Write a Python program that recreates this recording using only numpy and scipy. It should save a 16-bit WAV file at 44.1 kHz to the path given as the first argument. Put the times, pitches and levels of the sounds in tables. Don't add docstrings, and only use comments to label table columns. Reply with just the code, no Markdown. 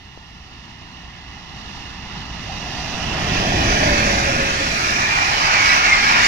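import sys
import numpy as np
from scipy import signal
from scipy.io import wavfile
from scipy.ndimage import uniform_filter1d

SR = 44100
rng = np.random.default_rng(int(sys.argv[2]) if len(sys.argv) > 2 else 0)


def ratio_of_db(decibels):
    return 10 ** (np.asarray(decibels, float) / 20)


def master_out(mix):
    frames = np.transpose(np.atleast_2d(mix))
    ceiling = np.clip(frames, -1, 1)
    pcm = np.round(ceiling * 32767).astype(np.int16)
    wavfile.write(sys.argv[1], SR, pcm)


N = 276504

FRAME, HOP = 1024, 256
HZ = np.fft.rfftfreq(FRAME, 1 / SR)
TIMES_S = np.arange(N // HOP + 2) * HOP / SR
SPEED_M_S, TRACK_M, SOUND_M_S = 32.1, 11.6, 343
MOTOR_ABREAST_S = 3.975
HANDOVER_S = 3.355

# [f/Hz, left lead/rad, likeness 0-1]
PORTS_FAR = [(40, 0, .99), (1180, .4, .7), (1320, 3, .55), (1750, .1, .93), (2200, .2, .8), (2300, 2.2, .7),
             (2880, .7, .8), (2950, 3.5, .8), (3300, 2.8, .9), (4000, -2.1, .72), (5050, -2.4, .65),
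             (5700, -6.3, .78), (6150, -6.8, .3), (8000, -11, .1)]
# [f/Hz, left lead/rad, likeness 0-1]
PORTS_NEAR = [(40, 0, .995), (300, -.4, .97), (600, -1.6, .8), (900, -1.7, .72), (1250, -3.1, .8),
              (1600, -4, .82), (2000, -7.4, .55), (2250, -6.2, .68), (2700, -7.2, .6), (3000, -9.3, .4),
              (3300, -9.4, .15), (8000, -12, .1)]


def evened(x):
    return x / np.sqrt(np.mean(abs(x) ** 2))


def read(table, hz):
    f, *columns = np.transpose(table)
    return np.array([np.interp(np.log(hz + 1), np.log(f + 1), c) for c in columns])


def bell(x, centre, width):
    return np.exp(-2 * ((x - centre) / width) ** 2)


def dips_db(table):
    return sum(db * bell(HZ, hz, width_hz) for hz, width_hz, db in table)


def swells_db(table):
    return sum(np.outer(db, bell(TIMES_S, s, length_s)) for s, length_s, *db in table)


def distance_db(abreast_s, db_per_decade):
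    distance_m = np.hypot(SPEED_M_S * (abreast_s - TIMES_S), TRACK_M)
    return -db_per_decade * np.log10(distance_m / TRACK_M)


def bearing_rad():
    return np.arctan2(TRACK_M, SPEED_M_S * (MOTOR_ABREAST_S - TIMES_S))


def resonate(x, hz, width_hz):
    turn = np.exp(2j * np.pi * np.cumsum(hz) / SR)
    r = np.exp(-np.pi * width_hz / SR)
    return turn * signal.lfilter([(1 - r) ** 2], [1, -2 * r, r * r], x / turn)


def roar(level, lead_rad, same, patchy_db):
    a, b, c, d, streaks = rng.standard_normal((len(TIMES_S), len(HZ), 5)).T
    for _ in range(2):
        streaks = uniform_filter1d(streaks, size=3, axis=0)
        streaks = uniform_filter1d(streaks, size=14, axis=1)
    flicker = evened(uniform_filter1d(rng.standard_normal(len(TIMES_S)), size=3))
    texture_db = patchy_db * evened(streaks) * np.minimum(HZ / 700, 1)[:, None]
    texture_db = texture_db + np.outer(0.45 + HZ / 90000, flicker)
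    same = np.clip(same, 0, 1)
    right = a + 1j * b
    left = same * right * np.exp(1j * lead_rad) + np.sqrt(1 - same ** 2) * (c + 1j * d)
    return np.array([left, right]) * level * ratio_of_db(texture_db) / np.sqrt(2)


def self_noise():
    # [f/Hz, level/dB]
    hiss = [(40, -96), (4000, -101), (9000, -97), (15600, -100)]
    return roar(ratio_of_db(read(hiss, HZ).T + 0 * TIMES_S), 0, 0, .5)


def far_level_db():
    # [t/s, length/s, lift/dB]
    rough_rail = [
        (1.75, 0.26, 1.5),
        (2.15, 0.12, 2),
        (3.1, .15, 0.5),
    ]
    abreast_db, db_per_decade, fade_db_per_s = -22, 26.5, 52
    fade_db = fade_db_per_s * np.maximum(TIMES_S - HANDOVER_S, 0)
    return abreast_db + swells_db(rough_rail)[0] + distance_db(MOTOR_ABREAST_S, db_per_decade) - fade_db


def far_train():
    # [f/Hz, left/dB per Hz, right/dB per Hz]
    far_roll = [(40, -3.2, 1.5), (174, -1, -1.5), (327, -12, -11.5), (510, -22, -22.5), (750, -12.5, -12),
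                (1890, -12, -13), (2780, -16, -4.5), (3240, -18.5, -13.5), (5780, -29, -16.5),
                (6280, -47, -22), (7290, -47, -32.5), (8200, -44.5, -45.5), (11500, -59, -45),
                (15600, -62, -56)]
    # [f/Hz, width/Hz, gain/dB]
    left_dips = [(570, 120, -3), (1150, 160, -6), (1560, 150, -7), (2240, 250, -13), (2910, 150, -12),
                 (3740, 380, -7), (5270, 300, -8)]
    # [f/Hz, width/Hz, gain/dB]
    right_dips = [(560, 120, -3), (1570, 210, -12), (2420, 350, -8)]
    cuts_db = np.array([dips_db(left_dips), dips_db(right_dips)])
    lead, same = read(PORTS_FAR, HZ)[:, :, None]
    bearing = bearing_rad()
    lead = lead - 5.5 * (bearing - .15) * np.minimum(HZ / 900, 1)[:, None]
    same = same * ratio_of_db(0.18 * cuts_db[0])[:, None]
    filled_db = cuts_db[:, :, None] * np.clip(1.15 - .8 * bearing, 0, 1.5)
    power = ratio_of_db(read(far_roll, HZ)[:, :, None] + filled_db + far_level_db()) ** 2
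    return power, lead, same


def ground_sweep():
    # [t/s, f/Hz, level/dB]
    sweep = [
        (3.5, 378, -45),
        (3.6, 347, -27),
        (3.75, 270.4, -40),
        (4.0, 220.5, -30),
        (4.15, 203, -34.5),
        (4.25, 205, -56),
    ]
    t = np.arange(N) / SR
    s, hz, db = np.transpose(sweep)
    on = (t > s[0]) & (t < s[-1])
    band = resonate(rng.standard_normal(N), np.interp(t, s, hz), 14.0).real
    return evened(band) * ratio_of_db(np.interp(t, s, db)) * on


def coach_power():
    # [abreast/s, level/dB]
    joints = [
        (4.13, -40.5),
        (4.8, -42),
        (5.62, -26),
        (6.2, -25.5),
    ]
    # [t/s, length/s, lift/dB]
    axle_surges = [
        (5.35, 0.11, -0.5),
        (5.7, 0.1, 0.5),
        (5.81, 0.047, -1.5),
        (5.875, 0.052, 1),
        (6.05, 0.034, -0.5),
        (6.26, .05, 1.5),
    ]
    clear = np.clip((TIMES_S - 3.99) / 0.091, 0, 1)
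    groups = sum(ratio_of_db(db + distance_db(s, 23)) ** 2 for s, db in joints)
    return clear * ratio_of_db(swells_db(axle_surges)[0]) ** 2 * groups


def engine_power():
    abreast_s, abreast_db, db_per_decade, emerge_db_per_s = 3.823, -28.5, 21.5, 19.5
    hidden_db = emerge_db_per_s * np.maximum(HANDOVER_S - TIMES_S, 0)
    return ratio_of_db(abreast_db + distance_db(abreast_s, db_per_decade) - hidden_db) ** 2


def engine_dips():
    # [f far off/Hz, width/Hz, gain/dB]
    ground_dips = [(540, 58, -4.5), (1560, 300, -5.5), (2350, 260, -7.5)]
    sink_per_rad, fill_per_rad = 0.12, 0.62
    bearing = bearing_rad()
    depth = np.clip(1.3 - fill_per_rad * bearing, 0, 1)
    sink = 1 - sink_per_rad * bearing
    cuts_db = sum(db * bell(HZ[:, None], hz * sink, width_hz) for hz, width_hz, db in ground_dips)
    return ratio_of_db(depth * cuts_db) ** 2


def near_train(spectrum, power):
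    return power * ratio_of_db(read(spectrum, HZ)[:, :, None]) ** 2


def bogie_shelves():
    # [t/s, length/s, lift/dB]
    thumps = [
        (0.55, 0.18, 0),
        (1.05, .15, 0),
        (2.95, 0.18, 0.5),
        (3.6, 0.1, 3),
        (4.3, .25, 2.5),
        (4.85, 0.81, 2.5),
        (5.6, 0.13, -1),
    ]
    # [t/s, length/s, left/dB, right/dB]
    fizz_swells = [(.15, 0.47, 0, -0.5), (1.05, 0.31, 1, -1.5), (1.72, 0.29, 3, 2), (2.75, 0.55, 0, 4.5),
                   (3.55, 0.91, -5, -0.5), (3.82, 0.26, 0.5, 1.5), (4.2, 0.29, 3.5, 3.5),
                   (4.55, 0.31, 6, 2.5), (4.87, 0.33, 5, 5), (5.28, 0.17, 2, 1.5), (5.68, 0.24, -3.5, 2),
                   (6.3, 0.11, 4, 3)]
    rumble_db = -2 + swells_db(thumps)[0]
    fizz_db = np.array([[-2], [-0.57]]) + swells_db(fizz_swells)
    low = 1 / (1 + (HZ / 350) ** 4)
    high = HZ ** 4 / (HZ ** 4 + 4000.0 ** 4)
    shelves = ratio_of_db(low[:, None] * rumble_db + high[:, None] * fizz_db[:, None])
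    return shelves * np.clip(HZ / 52, 0, 1)[:, None] ** 0.52


def rolling():
    # [f/Hz, left/dB per Hz, right/dB per Hz]
    engine_roll = [(40, 2, 3.5), (268, -3, -2.5), (517, -8, -11.5), (645, -3.5, -2.5), (950, -11.5, -9),
                   (1700, -3, -6), (2640, -14.5, -3), (2630, -9.5, -11.5), (3950, -15.5, -14),
                   (5900, -27, -11), (6810, -41, -18.5), (8250, -36, -36), (10400, -47, -34),
                   (15600, -81, -48.5)]
    # [f/Hz, left/dB per Hz, right/dB per Hz]
    coach_roll = [(40, -8, -10), (263, -17.5, -18.5), (530, -21.0, -25), (740, -13, -9.5),
                  (1070, -8.5, -12.5), (1220, -4.5, -4.5), (1770, -7, -9.5), (2380, -9.5, -3),
                  (3360, -16.5, -16), (3830, -18, -15), (5650, -21, -12.5), (7080, -37, -22.5),
                  (7740, -32.5, -34.5), (15600, -68, -46)]
    far, far_lead, far_same = far_train()
    near = near_train(engine_roll, engine_power() * engine_dips())
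    near = near + near_train(coach_roll, coach_power())
    near_lead, near_same = read(PORTS_NEAR, HZ)[:, :, None]
    share = near.sum(0) / (near + far).sum(0)
    lead = np.angle((1 - share) * np.exp(1j * far_lead) + share * np.exp(1j * near_lead))
    same = (1 - share) * far_same + share * near_same
    z = roar(np.sqrt(far + near) * bogie_shelves(), lead, same, .7 + 1.2 * share)
    z += self_noise()
    z[:, HZ > 15750] = 0
    return ratio_of_db(4.5) * signal.istft(z, nperseg=FRAME, noverlap=FRAME - HOP)[1][:, :N]


def tones(table, abreast_s, flutter_hz):
    out = np.zeros((2, N))
    for hz, width_hz, left_db, right_db, start_s, end_s in table:
        span = slice(max(round(start_s * SR), 0), min(round(end_s * SR), N))
        t = np.arange(N)[span] / SR
        ahead_m = SPEED_M_S * (abreast_s - t)
        distance_m = np.hypot(ahead_m, TRACK_M)
        heard_hz = hz / (1 - SPEED_M_S * ahead_m / distance_m / SOUND_M_S)
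        on = np.clip(np.minimum(t - start_s, end_s - t) / 0.095, 0, 1)
        ring = evened(resonate(rng.standard_normal(len(t)), heard_hz, width_hz))
        ring /= (abs(ring) + .05) ** .15
        ring *= on * TRACK_M / distance_m
        ring *= 1 + 0.27 * np.cos(2 * np.pi * flutter_hz * (t - 3.79))
        lead = read(PORTS_FAR if end_s < abreast_s else PORTS_NEAR, heard_hz)[0]
        pair = np.array([ratio_of_db(left_db) * ring * np.exp(1j * lead), ratio_of_db(right_db) * ring])
        out[:, span] += np.sqrt(2) * pair.real
    return out


def motor_hum():
    # [f at rest/Hz, width/Hz, left/dB, right/dB, from/s, to/s]
    hums = [(55, 12, -29, -29, 0, 4.2), (128, 22, -36, -36, 2, 4.3), (586, 20, -27.5, -27.5, 3.7, 4.75),
            (670, 240, -28, -27, 2.4, 3.75), (720, 70, -42, -41, .8, 2.6), (1270, 45, -38, -42, 0, 2.9),
            (1850, 80, -40, -37, 1, 3.2)]
    return tones(hums, MOTOR_ABREAST_S, 6.2)


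def wheel_song():
    # [f at rest/Hz, width/Hz, left/dB, right/dB, from/s, to/s]
    modes = [(255, 9, -36, -36, 5.9, 6.5), (1235, 40, -25, -29, 5.42, 5.9),
             (1410, 50, -24, -32, 5.42, 5.62), (1480, 45, -22, -28, 5.98, 6.3),
             (1930, 45, -22, -22, 5.6, 5.83), (2185, 22, -23, -17, 4.5, 5.35),
             (770, 260, -30, -30, 5.0, 5.65), (2170, 110, -24, -17, 5.47, 5.8),
             (2185, 80, -17, -17, 5.8, 6.06), (2470, 90, -30, -19, 5.92, 6.3),
             (2370, 50, -18, -18, 6.15, 6.45), (2760, 40, -34, -26, 5.6, 5.82),
             (4500, 50, -48, -25, 5.28, 5.56), (4490, 50, -34, -37, 5.72, 6.45),
             (6560, 50, -54, -43, 4.55, 5.2)]
    return tones(modes, 5.8, 11.2)


def ticks():
    # [t/s, peak/dB, length/ms, right share 0-1]
    taps = [
        (0.1756, -22, 0.31, 0.21),
        (2.06, -27, 0.5, .2),
        (5.371, -13.5, 0.27, .3),
    ]
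    t = np.arange(N) / SR
    out = np.zeros((2, N))
    for s, db, ms, right in taps:
        u = np.clip((t - s) * 1000 / ms, -9, 9)
        out += np.outer([1, right], ratio_of_db(db) * (1 - 0.25 * u ** 2) * np.exp(-u ** 2 / 2))
    return out


def scene():
    return rolling() + motor_hum() + wheel_song() + ground_sweep() + ticks()


def low_pass(x):
    return signal.sosfilt(signal.butter(12, 15770, fs=SR, output="sos"), x)


def record(dry):
    held = 1.618 * np.tanh(dry / 1.58)
    return low_pass(held)


dry = scene()
out = record(dry)
master_out(out)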